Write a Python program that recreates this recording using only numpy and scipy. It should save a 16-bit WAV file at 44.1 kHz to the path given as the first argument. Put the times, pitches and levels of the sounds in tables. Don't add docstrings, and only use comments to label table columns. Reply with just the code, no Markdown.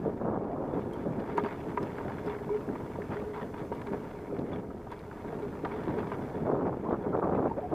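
import sys
import numpy as np
from scipy import signal
from scipy.fft import rfft, irfft, next_fast_len
from scipy.io import wavfile
from scipy.ndimage import uniform_filter1d, map_coordinates

SR = 44100
rng = np.random.default_rng(int(sys.argv[2]) if len(sys.argv) > 2 else 0)


def bounce(signal):
    frames = np.transpose(np.atleast_2d(signal))
    limited = np.clip(frames, -1, 1)
    pcm = np.round(limited * 32767).astype(np.int16)
    wavfile.write(sys.argv[1], SR, pcm)


N = 341330
TIME = np.arange(N) / SR

# (time [s], level [dB])
ROUGHNESS = [(0, -36.5), (.3, -38.5), (1.2, -36.5), (1.55, -40.5), (2.4, -39.5), (2.85, -39.5), (3.33, -45),
             (3.8, -41), (4.1, -41.5), (4.55, -40), (4.95, -46.5), (5.19, -45.5), (5.26, -38), (5.7, -39.5),
             (6.33, -37), (6.45, -32), (6.8, -38), (7.35, -32), (7.6, -40.5)]
# (time [s], level [dB])
BUMPS = [(.04, -37), (0.201, -36), (.3, -32.5), (.74, -34), (.85, -38.5), (1.05, -33), (1.169, -32.5),
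         (1.66, -35.5), (1.79, -34), (2.049, -37), (2.24, -38), (2.679, -36.5), (3.091, -34), (3.19, -35.5),
         (3.409, -37), (3.6, -38.5), (3.905, -32.5), (4.315, -41.5), (4.37, -34.5), (4.47, -35.5),
         (4.53, -36.5), (5.88, -32.5), (5.975, -33.5), (6.17, -37), (7.05, -32), (7.31, -35), (7.42, -36)]
# (time [s], level [dB])
LOOSE_GRAVEL = [(0, -59.5), (.45, -66), (.8, -61), (1.35, -54.5), (2.3, -54), (2.5, -58), (3.25, -57.5),
                (3.65, -61), (3.95, -56.5), (4.78, -63.5), (5.3, -55.5), (5.6, -59.5), (5.74, -51),
                (6.39, -57), (6.7, -60.5)]
# (time [s], length [s], level [dB])
SPRAYS = [(.73, 0.091, -56.5), (1.37, 0.02, -47), (1.435, 0.034, -47.5), (1.48, 0.047, -50),
          (1.82, 0.046, -52.5), (2.255, 0.078, -51), (3.105, 0.069, -52.5), (3.34, 0.078, -52),
          (3.56, 0.065, -55), (3.715, 0.041, -54), (3.92, 0.018, -50), (4.515, 0.071, -58),
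          (4.9, 0.036, -52.5), (5.655, 0.024, -59), (5.97, 0.037, -51)]
# (frequency [Hz], level [dB])
RUMBLE_SPECTRUM = [(20, -34), (45, -22.5), (80, -4.5), (160, 1.5), (280, 2), (380, -1.5), (520, -6.5),
                   (750, -14.5), (1200, -30.5), (3000, -84)]
GRIND_SPECTRUM = [(150, -19.5), (450, 5.5), (800, 1.5), (1200, -9), (1700, -11.5), (3000, -53)]
CRUNCH_SPECTRUM = [(300, -14), (800, -2), (1200, 0), (1700, -5), (2300, -12), (3000, -19.5), (4200, -29.5),
                   (7000, -44), (15000, -45)]
# (frequency [Hz], width [Hz], boost [dB])
BIKE_RESONANCES = [(414.5, 49, 13.5), (954, 67, 5)]
CASE_RESONANCES = [(920, 117, 10.5), (2220, 210, 4.5), (3450, 150, 8), (4700, 730, 5)]
# (time [s], level [dB], pitch [Hz])
STONE_SNAPS = [(1.714, -40, 1540), (1.983, -33, 1660), (2.009, -34.5, 1250), (2.048, -36, 1050),
               (2.081, -35, 1600), (2.183, -34.5, 1600), (2.279, -31.5, 1320), (2.347, -37, 1570),
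               (2.386, -41, 1690), (2.689, -38, 1580), (3.0186, -36, 1850), (3.12, -34.5, 1700),
               (3.133, -35, 1460), (3.168, -34.5, 1470), (3.398, -38, 1200), (3.816, -38, 1720),
               (3.870, -34, 1600), (4.559, -40, 2200), (5.113, -36, 1440), (5.6521, -34, 1800),
               (5.986, -36, 1600), (6.031, -32.5, 1290)]
# (time [s], level [dB], crack offset [dB], own pitch [Hz])
KNOCKS = [(1.3795, -15, -31, 923), (1.446, -24.5, -16, 880), (1.461, -28, -16, 1086),
          (1.7735, -17.5, -14.5, 973), (2.492, -28, -34, 945), (2.754, -28, -15, 950),
          (2.803, -35.5, -13, 830), (2.955, -30, -33, 930), (3.116, -31, -22, 884),
          (3.375, -30.5, -20, 1100), (3.541, -31, -16, 900), (3.721, -25.5, -31, 925),
          (4.519, -31.5, -13, 670), (4.531, -31.5, -24, 810), (4.704, -36, -20, 1270),
          (4.868, -34.5, -32, 753), (5.247, -34.5, -24, 805), (5.326, -30, -22, 680),
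          (5.648, -24.5, -12, 1234), (5.657, -27.5, -19, 784), (6.117, -23, -18.5, 1005)]
# (pitch [Hz], level [dB], time to fade by 60 dB [s])
FRAME_MODES = [(408.6, -12.5, 0.23), (656, -7, 0.033), (945, -13, 0.11), (1203, -16.5, 0.087),
               (1572, -20.5, 0.055)]
# (time [s], level [dB])
THUMPS = [(1.3792, -25), (1.437, -24.5), (1.827, -22.5), (2.685, -27), (2.899, -28), (2.986, -25),
          (3.003, -27), (3.428, -30.5), (3.716, -23.5), (4.325, -22), (4.389, -20), (4.44, -25.5),
          (4.519, -27), (4.745, -30), (5.639, -22), (5.875, -22.5)]
# (time [s], length [s], level [dB])
JOLTS = [(1.353, 0.058, -27.5), (2.263, 0.072, -29), (2.341, 0.17, -34.5), (2.501, 0.11, -25),
         (2.675, 0.081, -27), (3.156, 0.086, -32), (3.242, 0.14, -33), (3.863, 0.26, -35),
         (4.295, 0.08, -32.5), (5.423, 0.059, -29), (5.66, 0.14, -34.5), (5.968, 0.052, -27.5)]
# (time [s], snap level [dB], treble level [dB])
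TICKS = [(0.933, -52, -66), (1.201, -45, -77), (1.3747, -42, -62), (1.437, -40, -69), (1.828, -45, -64),
         (2.2606, -47, -66), (3.7494, -52, -69), (3.816, -43.5, -71), (3.871, -44.5, -75),
         (4.389, -46.5, -74), (4.9157, -46, -67), (4.9914, -48, -71), (5.65, -40, -71), (5.8356, -46, -72)]
# (time [s], pitch [Hz], level [dB])
PINGS = [(0.934, 3210, -49.5), (.934, 11500, -63), (1.376, 6640, -57), (1.460, 4650, -54),
         (1.828, 5140, -56), (2.262, 5060, -56), (2.296, 3500, -49), (4.532, 3440, -45)]
# (time [s], length [s], level [dB], sputter offset [dB])
GUSTS = [(.04, 0.058, -40, -6), (0.197, 0.176, -37.5, -4.5), (0.396, 0.398, -40.5, -8),
         (6.453, .1, -33.5, -4.5), (6.553, 0.141, -36.5, -3), (6.722, 0.017, -47, 8.5),
         (6.829, 0.058, -39, -10), (6.882, 0.066, -35.5, -1.5), (7.038, 0.036, -44.5, -3),
         (7.12, 0.077, -34.5, -1), (7.215, 0.261, -34, -3.5), (7.565, 0.024, -42.5, -3),
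         (7.711, .036, -31, -11)]
# (frequency [Hz], level [dB])
ROAR_SPECTRUM = [(60, -30.5), (150, 0.5), (300, 4), (500, 3.5), (800, -5), (1250, -13.5), (1700, -41),
                 (2300, -40.5), (4000, -55), (8000, -102)]
SPUTTER_SPECTRUM = [(100, -21), (400, -1), (800, 6.5), (1300, -2), (1750, -15), (2250, -34.5), (4000, -60),
                    (8000, -74)]
# (time [s], level [dB])
SLAPS = [(.061, -22.5), (.081, -17.5), (.2185, -28), (.232, -27), (0.2859, -19), (.324, -24),
         (.3765, -20.5), (.739, -20), (6.481, -20), (6.534, -19), (6.5382, -21), (6.772, -24), (6.928, -18),
         (7.163, -19), (7.2447, -16.5), (7.301, -22), (7.4598, -17), (7.471, -18.5)]
# (time [s], length [s], first pitch [Hz], last pitch [Hz], level [dB])
WHISTLES = [(0.049, 0.047, 489, 389, -27), (0.493, 0.065, 675, 698, -31.5),
            (1.052, 0.0235, 200, 696, -26.5), (6.851, 0.03, 850, 1160, -33.5),
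            (7.122, 0.04, 1266, 1360, -34.5), (7.213, 0.043, 1222, 1090, -30.5),
            (7.509, 0.014, 900, 870, -27), (7.566, 0.039, 440, 690, -26.5), (7.618, 0.061, 740, 682, -31.5)]
# (frequency [Hz], level [dB])
AIRFLOW_SPECTRUM = [(15, -9.5), (80, 2), (140, -4), (400, -19), (2000, -88)]
HISS_SPECTRUM = [(500, 7.5), (3000, 3.5), (6000, 2.5), (9000, -0.5), (15000, -2)]
# (time [s], level [dB])
HISS_LEVELS = [(0, -75), (.43, -80.5), (.8, -74), (1.26, -74), (1.7, -71), (3.95, -71.5), (4.75, -75.5),
               (5.33, -72), (5.8, -72.5), (6.28, -71), (6.58, -77), (7.5, -76)]


def shaking():
    bumps = swells([(s, 0.035, db) for s, db in BUMPS], attack_s=0.0092, release_s=0.043)
    return np.hypot(amp(curve(ROUGHNESS)), bumps)


def moving_gravel():
    return np.hypot(amp(curve(LOOSE_GRAVEL)), swells(SPRAYS, attack_s=0.0025, release_s=0.015))


def tyre_rumble(shake, level_db=-0.93, judder_db=0.87):
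    knobs = coloured(impacts(rate=1500, spread_db=2.5), RUMBLE_SPECTRUM)
    return amp(level_db) * shake * unit(knobs * amp(judder_db * wobble(35)))


def tyre_grind(shake, gravel, level_db=2, shake_share=0.58, clump_db=1.0):
    stones = impacts(rate=500, spread_db=1.5) + 0.5 * rng.standard_normal(N)
    clumps = stones * amp(clump_db * wobble(45))
    pressure = shake ** shake_share * gravel ** (1 - shake_share)
    return amp(level_db) * pressure * unit(coloured(clumps, GRIND_SPECTRUM, BIKE_RESONANCES))


def gravel_crunch(gravel, level_db=6, clump_db=1.75):
    grit = impacts(rate=650, spread_db=5) + 0.7 * rng.standard_normal(N)
    snaps = coloured(grit * amp(clump_db * wobble(55)), CRUNCH_SPECTRUM, CASE_RESONANCES)
    return amp(level_db) * gravel * unit(patchy(snaps, depth_db=2.5))


def stone_snaps(t60=0.021):
    out, t = np.zeros(N), TIME[:SR // 16]
    for s, db, hz in STONE_SNAPS:
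        overtone = 0.39 * mode(t, hz * (1.3 + 0.15 * rng.standard_normal()), t60)
        grit = burst(t, lo_hz=hz / 2, hi_hz=hz * 1.17, t60=0.032)
        clack = (mode(t, hz, t60) + overtone + grit) * fade_in(t, 0.00057)
        add(out, s, amp(db) * unit_peak(clack))
    return out


def frame_knocks(crack_db=2, rebound_s=0.0052, rebound_db=-3):
    out, t = np.zeros(N), TIME[:SR // 4]
    for s, db, offset_db, own_hz in KNOCKS:
        ringing = 0.63 * mode(t, own_hz, t60=0.032)
        for hz, mode_db, t60 in FRAME_MODES:
            strength, detune = rng.standard_normal(2)
            ringing += amp(mode_db + 2 * strength) * mode(t, hz * (1 + 0.021 * detune), t60)
        ringing *= fade_in(t, 0.00052) ** 2
        add(out, s, amp(db) * unit_peak(ringing))
        for contact in range(2):
            crack = burst(t, lo_hz=1160, hi_hz=2320, t60=0.023)
            add(out, s + contact * rebound_s, amp(db + offset_db + crack_db + contact * rebound_db) * crack)
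    return out


def rut_thumps(level_db=-2, typical_hz=390):
    out, t = np.zeros(N), TIME[:SR // 4]
    for s, db in THUMPS:
        hz = typical_hz * np.exp(0.15 * rng.standard_normal())
        push = mode(t, hz, t60=0.016) * fade_in(t, 0.002) ** 2
        shudder = 0.63 * burst(t, lo_hz=153, hi_hz=487, t60=0.088)
        add(out, s, amp(db + level_db) * (unit_peak(push) + shudder))
    return out


def hollow_ring(hz=417, waver_hz=9, level_db=-2, flutter_db=2.5):
    loudness = np.zeros(N)
    for s, length, db in JOLTS:
        age = np.linspace(0, 1, int(length * SR))
        add(loudness, s, amp(db + level_db) * np.sin(np.pi * age ** 0.41))
    return loudness * tone(hz + waver_hz * wobble(50)) * amp(flutter_db * wobble(50))


def chain_ticks(snap_gain_db=-3, treble_gain_db=11):
    out, t = np.zeros(N), TIME[:SR // 8]
    for s, snap_db, treble_db in TICKS:
        snap = burst(t, lo_hz=1800, hi_hz=4000, t60=0.025)
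        treble = burst(t, lo_hz=4200, hi_hz=11500, t60=0.03, order=4)
        add(out, s, amp(snap_db + snap_gain_db) * snap + amp(treble_db + treble_gain_db) * treble)
    return out


def metal_pings(waver=0.023, t60=0.05):
    out, t = np.zeros(N), TIME[:SR // 8]
    for s, hz, db in PINGS:
        jitter = unit(uniform_filter1d(rng.standard_normal(len(t)), size=32))
        loudness = amp(db - 60 * t / t60) * fade_in(t, 0.001)
        add(out, s, loudness * tone(hz * (1 + waver * jitter)))
    return out


def wind_gusts(roar_db=2.5, flutter_db=0.45):
    swirls = impacts(rate=1400, spread_db=5) + 0.5 * rng.standard_normal(N)
    roar = coloured(swirls, ROAR_SPECTRUM)
    sputter = coloured(impacts(rate=170, spread_db=1.5), SPUTTER_SPECTRUM)
    dull = [(s, length, db + roar_db) for s, length, db, _ in GUSTS]
    sharp = [(s, length, db + offset_db) for s, length, db, offset_db in GUSTS]
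    out = np.zeros(N)
    for rows, air in [(dull, roar), (sharp, sputter)]:
        out += swells(rows, attack_s=0.01, release_s=0.0096) * unit(air)
    return out * unit(amp(flutter_db * wobble(60)))


def wind_slaps(typical_hz=460, width_s=0.0012):
    out, t = np.zeros(N), TIME[:SR // 50]
    middle = t.mean()
    bell_shape = np.exp(-((t - middle) / width_s) ** 2)
    for s, db in SLAPS:
        hz = typical_hz * np.exp(0.12 * rng.standard_normal())
        pop = -np.cos(2 * np.pi * hz * (t - middle)) * bell_shape
        add(out, s - middle, amp(db) * pop)
    return out


def wind_whistles(level_db=-2, waver=0.074):
    out, drift = np.zeros(N), 1 + waver * wobble(313)
    for s, length, first_hz, last_hz, db in WHISTLES:
        count = int(length * SR)
        hz = np.linspace(first_hz, last_hz, count) * drift[:count]
        add(out, s, amp(db + level_db) * np.hanning(count) ** 0.5 * tone(hz))
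    return out


def airflow(level_db=-51):
    return amp(level_db) * unit(coloured(rng.standard_normal(N), AIRFLOW_SPECTRUM))


def hiss(level_db=4, width=0.48):
    mid, side = unit(coloured(rng.standard_normal((2, N)), HISS_SPECTRUM))
    return amp(curve(HISS_LEVELS) + level_db) * np.array([mid + width * side, mid - width * side])


def amp(db):
    return 10 ** (np.asarray(db) / 20)


def unit(x):
    return x / np.sqrt(np.mean(x ** 2) + 1e-20)


def unit_peak(x):
    return x / np.abs(x).max()


def add(track, s, sound):
    part = track[round(s * SR):][:len(sound)]
    part += sound[:len(part)]


def curve(rows):
    return np.interp(TIME, *np.transpose(rows))


def wobble(rate):
    return map_coordinates(rng.standard_normal(int(N * rate / SR) + 4), [TIME * rate])


def fade_in(t, rise_s):
    return 1 - np.exp(-t / rise_s)


def swells(rows, attack_s, release_s):
    power, t = np.zeros(N), TIME[:SR]
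    for s, length, db in rows:
        rise = np.minimum(t / attack_s, 1)
        fall = np.exp(-np.maximum(t - length, 0) / release_s)
        add(power, s, (amp(db) * rise * fall) ** 2)
    return np.sqrt(power)


def tone(hz):
    return np.sin(2 * np.pi * np.cumsum(hz) / SR)


def mode(t, hz, t60):
    return np.sin(2 * np.pi * hz * t) * amp(-60 * t / t60)


def burst(t, lo_hz, hi_hz, t60, order=3):
    band = signal.butter(order, [lo_hz, hi_hz], "band", fs=SR, output="sos")
    return unit_peak(signal.sosfilt(band, rng.standard_normal(len(t)) * amp(-60 * t / t60)))


def impacts(rate, spread_db):
    chance, size, sign = rng.random(N), rng.standard_normal(N), rng.choice([-1, 1], N)
    return unit((chance < rate / SR) * sign * amp(spread_db * np.clip(size, -2, 2)))


def coloured(x, spectrum, resonances=()):
    size = 2 * next_fast_len(N // 2 + 8192)
    hz = np.fft.rfftfreq(size, 1 / SR)
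    point_hz, point_db = np.transpose(spectrum)
    smooth_db = np.interp(np.log(hz + 1), np.log(point_hz + 1), point_db)
    boost_db = sum(db / (1 + (2 * (hz - centre) / width) ** 2) for centre, width, db in resonances)
    cepstrum = irfft(np.log(amp(smooth_db + boost_db)))
    cepstrum[1:size // 2] *= 2
    cepstrum[size // 2 + 1:] = 0
    return irfft(rfft(x, size) * np.exp(rfft(cepstrum)), size)[..., :N]


def patchy(x, depth_db):
    slices = signal.stft(x, nperseg=512)[2]
    patches = uniform_filter1d(rng.standard_normal(slices.shape), size=4, axis=0)
    patches = uniform_filter1d(patches, size=5, axis=1)
    return signal.istft(slices * amp(depth_db * unit(patches)), nperseg=512)[1][:N]


def scene():
    shake, gravel = shaking(), moving_gravel()
    tyres = tyre_rumble(shake) + tyre_grind(shake, gravel) + gravel_crunch(gravel) + stone_snaps()
    bike = hollow_ring() + frame_knocks() + rut_thumps() + chain_ticks() + metal_pings()
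    air = airflow() + wind_gusts() + wind_slaps() + wind_whistles()
    return tyres + bike + air + hiss()


def record(dry):
    size = next_fast_len(N + SR // 2)
    hz = np.fft.rfftfreq(size, 1 / SR)
    return irfft(rfft(dry, size) * (hz < 15300), size)[..., :N]


dry = scene()
out = record(dry)
bounce(out)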